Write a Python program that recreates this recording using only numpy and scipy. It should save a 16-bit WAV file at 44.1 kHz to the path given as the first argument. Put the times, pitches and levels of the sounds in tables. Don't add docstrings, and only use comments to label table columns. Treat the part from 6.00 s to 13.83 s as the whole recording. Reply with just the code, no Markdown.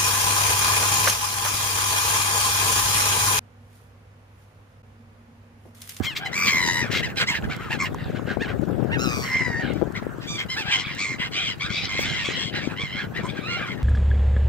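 import sys
import numpy as np
from scipy import signal
from scipy.fft import rfft, irfft, next_fast_len
from scipy.io import wavfile
from scipy.ndimage import uniform_filter1d

SR = 44100
rng = np.random.default_rng(int(sys.argv[2]) if len(sys.argv) > 2 else 0)


def voltage_ratio(level):
    return 10 ** (np.asarray(level, float) / 20)


def dump(signal):
    limited = np.clip(np.atleast_2d(signal).T, -1, 1)
    pcm = np.round(limited * 32767).astype(np.int16)
    wavfile.write(sys.argv[1], SR, pcm)


N = 345303


def evened(x):
    return x / np.sqrt(np.mean(x ** 2, axis=-1, keepdims=True) + 1e-20)


def read(points, hz):
    f, value = np.transpose(points)
    return np.interp(np.log(hz + 1), np.log(f + 1), value)


def colour(x, db_of):
    n = x.shape[-1]
    size = next_fast_len(n + 2048)
    gain = voltage_ratio(db_of(np.fft.rfftfreq(size, 1 / SR)))
    return irfft(rfft(x, size) * gain, size)[..., :n]


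def wander(shape, hz):
    *rows, n = np.atleast_1d(shape)
    coarse = rng.standard_normal((*rows, n // 4 + 1))
    coarse = colour(coarse, lambda f: -10 * np.log10(1 + (f / (4 * hz)) ** 4))
    return evened(coarse).repeat(4, axis=-1)[..., :n]


def add(mix, s, sound, pan_db, lead=1):
    both_ports = sound * np.ones((2, 1))
    for port, side in enumerate((1, -1)):
        heard = both_ports[port]
        at = max(round(s * SR - side * lead / 2), 0)
        part = mix[port, at:at + len(heard)]
        part += heard[:len(part)] * 2 / (1 + voltage_ratio(-side * pan_db))


# (frequency [Hz], level [dB])
THROAT_SPECTRUM = [(500, -0.5), (1000, -7.5), (1500, 14.5), (2000, 3.5), (2600, 0.5), (3200, -2.5),
                   (4700, -16), (7000, -27), (12000, -32.5)]


def cry(rows, rough, rattle, rattle_hz, settle, treble_db, throat, second_db, third_db=0, third_hz=6700,
        top_hz=15500):
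    s, effort_db, hz = np.transpose(rows)
    t = np.arange(s[0], s[-1] + .012, 1 / SR)
    effort_db = np.interp(t, s, effort_db)
    hz = uniform_filter1d(np.interp(t, s, hz), size=600)
    unsettled = settle * np.clip(1.5 - 2.2 * (t - t[0]) / (t[-1] - t[0]), 0, 1)

    flutter = np.cumsum(rattle_hz * (1 + .06 * wander(len(t), hz=25))) / SR % 1
    depth = rattle * (1 - .6 * unsettled)
    gate = 1 - depth + depth * 2 * np.sin(np.pi * flutter ** .85) ** 2
    k = np.arange(1, int(top_hz / hz.max()) + 1)[:, None]

    def throat_db(f, opening):
        heard = f / (throat * opening)
        second = second_db * np.exp(-((f / opening - 3200) / 650) ** 2)
        third = third_db * np.exp(-((heard - third_hz) / 1500) ** 2)
        return read(THROAT_SPECTRUM, heard) + second + third + treble_db * np.log2((f + 1) / 2200)

    slow = hz[::16]
    level_db = throat_db(k * slow, (slow / slow.mean()) ** 0.7)
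    level_db += 2.1 * wander(level_db.shape, hz=12 * 16)
    level = voltage_ratio(level_db).repeat(16, axis=1)[:, :len(t)]

    scoop = rattle * (.015 - .14 * np.exp(-flutter / .2))
    shiver = .05 * rough * wander(len(t), hz=200)
    turns = np.cumsum(hz * (1 + scoop + shiver)) / SR

    chaos = wander((2, len(k), len(t)), hz=(80 + 230 * rough ** 2 + 120 * settle) * k ** .5)
    torn = rough ** (1.5 / k ** .4)
    torn = torn + (1 - torn) * unsettled / k ** .5
    halo = 1 - torn + .8 * torn * (chaos[0] + 1j * chaos[1])
    overtones = level * halo * np.exp(2j * np.pi * k * (turns + 0.0679 * k))
    voice = evened(overtones.real.sum(0))

    breath = colour(rng.standard_normal((2, len(t))),
                    lambda f: throat_db(f, 1) - 30 * (f < .9 * hz.mean()) - 60 * (f > top_hz))
    breath_level = voltage_ratio(-3.5) * (rough ** 2 + .6 * unsettled)
    voice = gate * (voice + breath_level * evened(breath))
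    edge = np.clip(np.minimum((t - t[0]) / .019, (t[-1] - t) / .016), 0, 1)
    return voltage_ratio(effort_db) * evened(voice) * edge


# (time [s], effort [dB], pitch [Hz])
SCREAM_PATHS = [
    [(.315, -34, 860), (.36, -29, 1164), (.45, -24.5, 1186), (.55, -25, 1055), (.68, -24, 956),
     (.81, -28.5, 981), (.87, -43, 835)],
    [(2.975, -40.5, 1234), (3.02, -33.5, 1376), (3.09, -33.5, 1267), (3.24, -36.5, 1106), (3.42, -53, 1053)],
    [(3.23, -48, 951), (3.33, -26, 1049), (3.42, -27.5, 1029), (3.56, -33, 911), (3.61, -33, 951),
     (3.66, -46, 794), (3.74, -56, 673)],
    [(6.75, -44, 922), (6.82, -29.5, 1157), (6.89, -40.5, 996), (6.95, -38, 1037), (7.01, -37.5, 1120),
     (7.055, -49, 990)],
]
# (roughness [0-1], rattle depth [0-1], rattle rate [Hz], extra chaos at the start [share])
SCREAM_RATTLE = [(.29, .85, 84, .3), (.36, .92, 130, .06), (.26, .4, 75, .25), (.4, .65, 100, 0)]
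# (treble [dB per octave], throat size [factor], second resonance [dB], third resonance [dB],
# third resonance [Hz])
SCREAM_THROAT = [(4, 1.013, -14, 5.5, 6600), (7, 0.88, -4, 14.5, 6060), (0.7, 1.17, -24, 3.5, 7100),
                 (1.5, 1.2, 4.5, -1, 5400)]


def screams():
    return [(path, *texture, *pose)
            for path, texture, pose in zip(SCREAM_PATHS, SCREAM_RATTLE, SCREAM_THROAT)]


CRY_ARCH = {"yelp": (.4, .6, .78, .8, -7, -8), "whistle": (.25, .85, .92, .96, -5, -3),
            "slide": (.25, .46, .9, .77, -3, -7), "squawk": (.42, .56, .8, .82, -9, -11),
            "rasp": (.4, .6, .93, .93, -6, -9), "rattle": (.32, .55, .86, .88, -6, -5),
            "shriek": (.45, .62, .84, .87, -6, -6), "scoop": (.45, .9, .8, .99, -5, -3)}
CRY_TEXTURE = {"yelp": (.38, .2, 78), "whistle": (.27, .2, 80), "slide": (.18, .1, 82),
               "squawk": (.52, .3, 86), "rasp": (.62, .3, 90), "rattle": (.55, .4, 95),
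               "shriek": (.55, .35, 92), "scoop": (.2, .15, 80), "far": (.52, .35, 90)}
CRY_TONE = {"yelp": (0.13, 1.7), "whistle": (0.21, 1.4), "slide": (-1.2, 7.9), "squawk": (-0.3, -1),
            "rasp": (0.23, 2.2), "rattle": (0.41, 1.3), "shriek": (0.74, 6.1), "scoop": (1.5, 3)}
# (time [s], treble [dB per octave])
FLOCK_NEARNESS = [(0, 6), (1.3, 4.5), (2.9, -1.5), (4.4, 3), (6.0, 2.5), (7.8, 1)]


def arched(row, kind):
    s, length, db, hz, throat = row
    top, hold, from_share, to_share, from_db, to_db = CRY_ARCH[kind]
    rows = [(s, db + from_db, hz * from_share),
            (s + top * length, db, hz),
            (s + hold * length, db, hz),
            (s + length, db + to_db, hz * to_share)]
    extra_treble_db, second_db = CRY_TONE[kind]
    treble_db = np.interp(s, *np.transpose(FLOCK_NEARNESS)) + extra_treble_db
    second_db = second_db + 2 * (throat - 1)
    return rows, *CRY_TEXTURE[kind], 0, treble_db, throat, second_db


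# (start [s], length [s], effort [dB], top pitch [Hz], throat size [factor])
YELP_CRIES = [(1.013, 0.066, -29, 1010, 1.18), (1.258, 0.071, -26.5, 1084, 1.4),
              (1.581, 0.12, -38.5, 458, 0.73), (2.391, 0.074, -33.5, 917, 1.21),
              (2.463, 0.068, -35.5, 395.7, 0.93), (2.9, 0.072, -29.5, 932, 0.84),
              (3.701, 0.11, -52.5, 786, 1.6), (4.55, 0.087, -30, 900, 1.28), (7.532, 0.1, -38.5, 770, 1.1)]
WHISTLE_CRIES = [(.245, 0.031, -32, 1024, 1.38), (4.263, 0.11, -34.5, 1184, 1.9),
                 (4.483, .07, -33, 1040, 1.61)]
SLIDE_CRIES = [(.05, 0.086, -33, 1070, 1.1), (7.609, 0.067, -40, 1214, 0.98)]
SQUAWK_CRIES = [(0.819, 0.15, -44, 775, 0.92), (5.33, 0.13, -35.5, 763, 1.1), (5.601, 0.14, -39.5, 780, 1),
                (6.94, 0.12, -36, 849, 1.12), (1.185, 0.057, -21, 533.5, 1.105),
                (1.156, 0.056, -26.5, 826, 1.2), (1.424, 0.043, -36, 807, 0.91),
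                (1.484, 0.081, -34, 770, 1.01), (1.69, 0.076, -29, 937, 0.8),
                (3.938, 0.062, -34.5, 1070, 1.36), (2.134, 0.07, -42.5, 775, 1.04),
                (2.255, .105, -35.5, 538, 1.07), (4.63, 0.14, -35.5, 857, 1.21),
                (6.525, 0.092, -34.5, 853, 1.17), (6.6, 0.094, -38, 1195, 1.58),
                (7.135, 0.085, -33.5, 973, 1.22), (7.345, 0.065, -41.5, 815, 1.12)]
RASP_CRIES = [(.915, 0.095, -26.5, 706, 1.12), (0.901, .045, -28, 984, 1), (1.841, 0.041, -31, 940, 0.91),
              (1.075, 0.049, -40, 912, 0.79), (1.276, 0.076, -31.5, 1000, 0.81),
              (.02, 0.057, -32, 1162, 0.97), (0.149, 0.044, -29, 1190, 1.12),
              (.455, 0.058, -23.5, 1060, 1.36), (1.328, 0.059, -28, 950, 1.25),
              (2.066, 0.064, -58, 783, 1.5), (4.201, 0.079, -43, 939, 1.4), (4.367, 0.072, -31, 1086, 1.11),
              (4.769, 0.07, -33, 1053, 1.55), (4.855, 0.14, -38.5, 960, 1.32), (5.18, 0.1, -30, 1037, 1.02),
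              (5.811, 0.064, -39, 1066, 1.35), (6.684, 0.061, -39, 890, 0.78)]
RATTLE_CRIES = [(7.651, 0.097, -38, 1087, 1.04), (7.729, 0.17, -49.5, 950, 1.2),
                (7.56, 0.13, -36, 800, 0.84)]
SHRIEK_CRIES = [(4.699, 0.05, -24.5, 1200, 1.5)]
SCOOP_CRIES = [(7.42, 0.155, -36, 1405, 1.09)]


def short_cries():
    kinds = {"yelp": YELP_CRIES, "whistle": WHISTLE_CRIES, "slide": SLIDE_CRIES, "squawk": SQUAWK_CRIES,
             "rasp": RASP_CRIES, "rattle": RATTLE_CRIES, "shriek": SHRIEK_CRIES, "scoop": SCOOP_CRIES}
    return [arched(row, kind) for kind, table in kinds.items() for row in table]


# (time [s], effort [dB],
# pitch [Hz])
FLOCK_PATHS = [
    [(4.685, -40, 930), (4.725, -27, 1030), (4.76, -22.5, 1075), (4.8, -41, 1000)],
    [(4.97, -35, 980), (5.01, -28.5, 1170), (5.06, -32, 1090), (5.14, -36.5, 1050), (5.17, -52, 1000)],
    [(5.31, -35, 1040), (5.36, -33, 1200), (5.45, -35, 1200), (5.5, -30, 1080), (5.545, -42, 900)],
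    [(5.32, -33, 990), (5.37, -34, 1020), (5.44, -33.5, 1100), (5.53, -35.5, 980)],
    [(5.595, -29, 1100), (5.63, -31, 1160), (5.665, -34, 1230), (5.685, -47, 1200)],
    [(5.69, -31, 1080), (5.74, -31, 1160), (5.8, -35, 1170), (5.83, -45, 1100)],
    [(5.8, -43, 932), (5.855, -32, 1016), (5.875, -47, 987)],
    [(5.88, -32, 1080), (5.93, -34.5, 1050), (6.02, -31, 1110), (6.06, -32.5, 1140)],
    [(6.04, -34, 720), (6.1, -37, 800), (6.15, -36, 760)],
    [(6.13, -45, 950), (6.18, -34.5, 1020), (6.24, -36.5, 900)],
    [(6.235, -30, 1150), (6.29, -35.5, 1140), (6.36, -43.5, 1030)],
    [(6.35, -34, 1020), (6.41, -31.5, 1090), (6.49, -36, 1090), (6.51, -49, 1000)],
    [(7.22, -45, 880), (7.26, -36, 1050), (7.285, -47, 1040)],
    [(7.265, -50, 1080), (7.3, -36.5, 1170), (7.33, -61, 1150)],
    [(7.46, -44, 850), (7.53, -31.5, 1150), (7.57, -42, 1030)],
    [(5.9, -35, 759), (6.03, -37, 882), (6.11, -36.5, 810)],
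    [(6.12, -44, 1500), (6.2, -39, 1375), (6.32, -42, 1253)],
    [(1.788, -28, 1030), (1.82, -27, 1130), (1.855, -35, 1000)],
]
# (treble [dB per octave], throat size [factor], second resonance [dB], third resonance [dB],
# third resonance if shifted [Hz])
FLOCK_THROAT = [(5, 0.97, 11, 8), (1, 1.4, -2, 14, 5200), (3, 1.58, 4, 3), (6.5, 1.23, 19, 7),
                (2.8, 1.2, 2.2, 0), (5.5, 1.4, 3, -3), (11, 1.36, 2, 21, 3200), (1, 1.62, -3.5, -3),
                (7.5, 0.93, 3.5, 4), (4, 0.97, 1, 6), (4.5, 1, 4.5, 9), (1.5, 1.76, 7.5, 8),
                (6, 0.43, 0, -9), (8, 1, 7, -8), (3.5, 1.3, 3, -3), (4, 1.3, 9.5, 6), (-0.5, 1.63, 0, 2),
                (-2.5, 1.1, -28, 10)]
# (roughness [0-1], rattle depth [0-1], rattle rate [Hz], extra chaos at the start [share])
FLOCK_RATTLE = (.46, .5, 98, 0)


def flock_voices():
    return [(path, *FLOCK_RATTLE, *pose) for path, pose in zip(FLOCK_PATHS, FLOCK_THROAT)]


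# (start [s], end [s], effort [dB], treble [dB per octave])
CHORUS_SPELLS = [(0.02, 0.947, -37.5, -7.5), (1.396, 2.348, -49, 2), (3.045, 3.75, -39, -4.5),
                 (4.405, 5.297, -37, -3), (5.596, 6.722, -36.5, 7), (5.903, 6.503, -37.5, 3.5),
                 (7.15, 7.694, -46.5, -3)]


def chorus(count=3):
    out = np.zeros((2, N))
    for start, end, effort_db, treble_db in CHORUS_SPELLS:
        for i, (late, long, high, loud, side) in enumerate(rng.random((count, 5))):
            length, hz, db = .1 + .15 * long, 800 + 520 * high, effort_db + 5 * loud
            s = start + (i + late) * (end - start - length) / count
            rows = [(s, db - 9, .85 * hz), (s + .35 * length, db, hz), (s + length, db - 8, .85 * hz)]
            sound = cry(rows, *CRY_TEXTURE["far"], 0, treble_db, throat=1.214, second_db=5.5, top_hz=5500)
            add(out, s, sound, 6 * side - 3, lead=8 * side - 2)
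    return out


def echoes(out):
    t = np.arange(SR // 4) / SR
    signs = rng.choice([-1., 1.], (2, len(t)))
    taps = signs * (rng.random((2, len(t))) < .04) * voltage_ratio(-60 * t / 0.076)
    taps = colour(taps, lambda f: 0.98 * np.log2((f + 300) / 3000))
    return voltage_ratio(-4.5) * signal.oaconvolve(out, taps / np.linalg.norm(taps[0]), axes=1)[:, :N]


# (time [s], lead of the left port [samples])
FLOCK_BEARING = [(0, 1), (.85, 1), (1.2, 5), (1.7, 1), (2.5, -1), (3.0, 8), (3.3, 0), (4.2, 6), (4.7, 3),
                 (7.8, 3)]


def gulls():
    cries = short_cries() + screams() + flock_voices()
    out = chorus()
    for call, (side, scatter) in zip(cries, rng.standard_normal((len(cries), 2))):
        s = call[0][0][0]
        top_hz = 9000 if s > 4.6 else 15500
        lead = np.interp(s, *np.transpose(FLOCK_BEARING)) + 1.3 * np.tanh(scatter)
        add(out, s, cry(*call, top_hz=top_hz), .4 + 1.5 * side, lead=lead)
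    return out + echoes(out)


def blips(events, cycles, rise, lift_db):
    out = np.zeros((2, N))
    for s, db, hz, pan_db in events:
        u = np.arange(int(4 * cycles * SR / hz)) * hz / SR / cycles
        ring = u * np.exp(1 - 4.14 * u) * np.sin(2 * np.pi * cycles * u * (1 + rise * u))
        add(out, s, voltage_ratio(db + lift_db) * ring / abs(ring).max(), pan_db)
    return out


# (time [s], level [dB], pitch [Hz], left over right [dB])
WATER_DROPS = [(1.424, -17, 2700, 0), (1.564, -33, 1590, 0.5), (1.946, -8, 990, -0.5),
               (2.043, -18, 3930, 0.0), (2.117, -18, 1400, 0.0), (2.194, -15, 1020, -1),
               (2.371, -21, 770, 19), (2.749, -44, 790, -1), (2.805, -21, 880, 20), (2.857, -50, 1000, 5),
               (3.734, -28, 1510, 2.0), (3.924, -53, 832, 10)]


def drops():
    return blips(WATER_DROPS, cycles=3.6, rise=0.024, lift_db=-16.0)


# (time [s], level [dB])
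SPRAY_TICKS = [(1.1583, -47), (1.5644, -37), (1.945, -38), (2.615, -46), (2.8898, -55), (3.7356, -42),
               (3.923, -45), (4.9494, -39), (5.9244, -40)]
# (start [s], length [s], level [dB])
NOISE_BURSTS = [
    (1.811, 0.063, -46.5),
    (2.995, 0.42, -47),
    (5.966, 0.095, -43.5),
    (7.153, 0.041, -58),
]


def spray():
    out, t = np.zeros((2, N)), np.arange(400) / SR
    for (s, db), noise in zip(SPRAY_TICKS, rng.standard_normal((len(SPRAY_TICKS), 400))):
        add(out, s, voltage_ratio(db + 3 - 60 * t / .015) * noise, .5)
    for s, length, db in NOISE_BURSTS:
        swell = np.hanning(round(length * SR))
        for pan_db in (30, -30):
            add(out, s, voltage_ratio(db) * swell * rng.standard_normal(len(swell)), pan_db)
    return colour(out, lambda f: -10 * np.log10(1 + (4500 / (f + 1)) ** 4))


# (time [s], level [dB], left over right [dB])
WIND_GUSTS = [(0.0, -27.5, -39), (0.08, -45.5, 7), (0.8, -32.5, 9), (1.35, -38, 0.5), (1.46, -32, -1.5),
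              (1.57, -39, 2.5), (2.94, -26.5, 18.5), (3.31, -36.5, 9), (3.77, -31.5, 12.5),
              (3.81, -32.5, 24), (3.918, -35, 11), (4.49, -42, 5), (5.73, -41, 6.5), (5.78, -39, -8),
              (6.48, -36, 10), (6.89, -39.5, 4), (7.74, -36, 12), (7.83, -40.5, 6)]
# (frequency [Hz], level [dB per Hz])
LEFT_PORT_WIND = [(28, -60), (50, -11.5), (120, 3), (250, -1.5), (450, -7), (800, -16.5), (1500, -64)]
# (frequency [Hz], level [dB per Hz])
RIGHT_PORT_WIND = [(28, -46), (50, 0), (120, 6.5), (200, 0.5), (400, -14.5), (800, -11.5), (1500, -50)]


def wind():
    s, db, pan_db = np.transpose(WIND_GUSTS)
    t = np.arange(N) / SR
    db, pan_db = np.interp(t, s, db), np.interp(t, s, pan_db)
    bursts_db = 3.8 * wander((2, N), hz=42) + 1.4 * wander((2, N), hz=4)
    eddies = rng.standard_normal((2, N)) * voltage_ratio(bursts_db)
    left = evened(colour(eddies[0], lambda f: read(LEFT_PORT_WIND, f)))
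    right = evened(colour(eddies[1], lambda f: read(RIGHT_PORT_WIND, f)))
    share = 1 / (1 + voltage_ratio(-2 * pan_db))
    return voltage_ratio(db + 7.5) * np.array([left * np.sqrt(share), right * np.sqrt(1 - share)])


# (time [s], level [dB], pitch [Hz], left over right [dB])
BUFFETS = [(0.004, -12.5, 248, -21), (2.795, -17, 420, 32), (2.847, -13.5, 368, 32),
           (4.026, -22, 520, 25), (2.372, -16.5, 600, 30), (3.815, -14, 567, 35)]
# (time [s], level [dB], pitch [Hz], left over right [dB])
MORE_BUFFETS = [(0.717, -35, 147.8, 4), (0.827, -17.5, 287, 25), (1.095, -32, 137, -4),
                (1.305, -21.5, 158, 6), (1.45, -19.5, 179, -17), (2.023, -22.5, 138, 20.5),
                (2.148, -25, 167, 12.0), (2.254, -32, 132, 9.0), (2.37, -10.5, 312, 31),
                (2.405, -20, 132, 15.0), (2.595, -11, 190, 30), (2.771, -33, 178, 26.5),
                (3.022, -33, 336, 18.0), (3.072, -18, 236, 31), (3.182, -30, 204.7, 20.0),
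                (3.5, -23, 132, 17.0), (3.648, -17.5, 223, 20), (3.779, -20, 178, 29.0),
                (3.821, -7.5, 369, 36), (3.827, -7, 388, 35), (3.877, -18.5, 136, 17),
                (3.975, -21, 153, 12), (4.021, -21.5, 219, 21), (4.067, -15.5, 396, 31),
                (4.184, -23, 293, 20), (4.257, -23.5, 197, 20), (4.302, -23.5, 170, 19.5),
                (4.606, -25.5, 261, 23), (4.683, -23.5, 127, 10), (4.761, -29, 237, 16),
                (4.867, -23.5, 167, 23), (5.118, -24, 258, 31), (5.199, -22, 191, 24),
                (5.292, -29, 180, 19.5), (5.645, -24, 132.3, 16.5), (5.704, -18, 147, 16),
                (5.874, -28, 237, -8), (5.992, -13.5, 466, 26), (6.051, -21.5, 205, 11),
                (6.224, -34, 161, 4.5), (6.287, -17, 364, 28), (6.457, -20, 163, 18.5),
                (6.674, -14, 268, 24), (6.834, -21.5, 133, -25), (6.951, -19.5, 205, 8),
                (7.071, -23, 167, 17.5), (7.211, -23, 159, -8), (7.307, -28, 151, 9.0),
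                (7.698, -29, 191, 19.5)]


def buffets():
    return blips(BUFFETS + MORE_BUFFETS, cycles=1.4, rise=0.011, lift_db=-1.1)


# (frequency [Hz], level [dB per Hz])
WASH_SPECTRUM = [(400, -20), (900, -0.5), (1500, 5.5), (2200, -8), (5600, -22.5), (8000, -22),
                 (9500, -29.5), (12500, -23), (15600, -27)]


def wash():
    frames, hz = N // 128 + 5, np.fft.rfftfreq(512, 1 / SR)
    a, b, c, d, patches = rng.standard_normal((frames, 257, 5)).T
    patches = uniform_filter1d(uniform_filter1d(patches, size=7, axis=0), size=12, axis=1)
    flicker = np.minimum(evened(uniform_filter1d(rng.exponential(1, frames), size=2)), 2.5)
    field_db = 3.5 * patches / patches.std() + 2.2 * flicker
    same = .35
    left = a + 1j * b
    right = same * left + np.sqrt(1 - same ** 2) * (c + 1j * d)
    spectrum_db = (read(WASH_SPECTRUM, hz) - 40 * (hz < 300))[:, None]
    z = np.array([left, right]) * voltage_ratio(spectrum_db + field_db)
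    hiss = signal.istft(z, nperseg=512, noverlap=384)[1][:, :N]
    return voltage_ratio(-50 + 5.5) * evened(hiss)


# (frequency [Hz], level [dB])
MICROPHONE_RESPONSE = [(6000, 3.5), (8000, 4), (9500, -9), (10500, -3), (12500, -1), (15500, -1)]


def scene():
    near = gulls() + drops() + spray()
    near = colour(near, lambda f: read(MICROPHONE_RESPONSE, f))
    return near + wind() + buffets() + wash()


def roll_off(x):
    return signal.sosfilt(signal.butter(12, 15800, fs=SR, output="sos"), x)


def record(dry):
    ceiling = 0.7
    mix = ceiling * np.tanh(dry / ceiling)
    mix = colour(mix, lambda f: -10 * np.log10(1 + (32 / (f + 1)) ** 6) - 60 * (f > 15750))
    return roll_off(mix)


dry = scene()
out = record(dry)
dump(out)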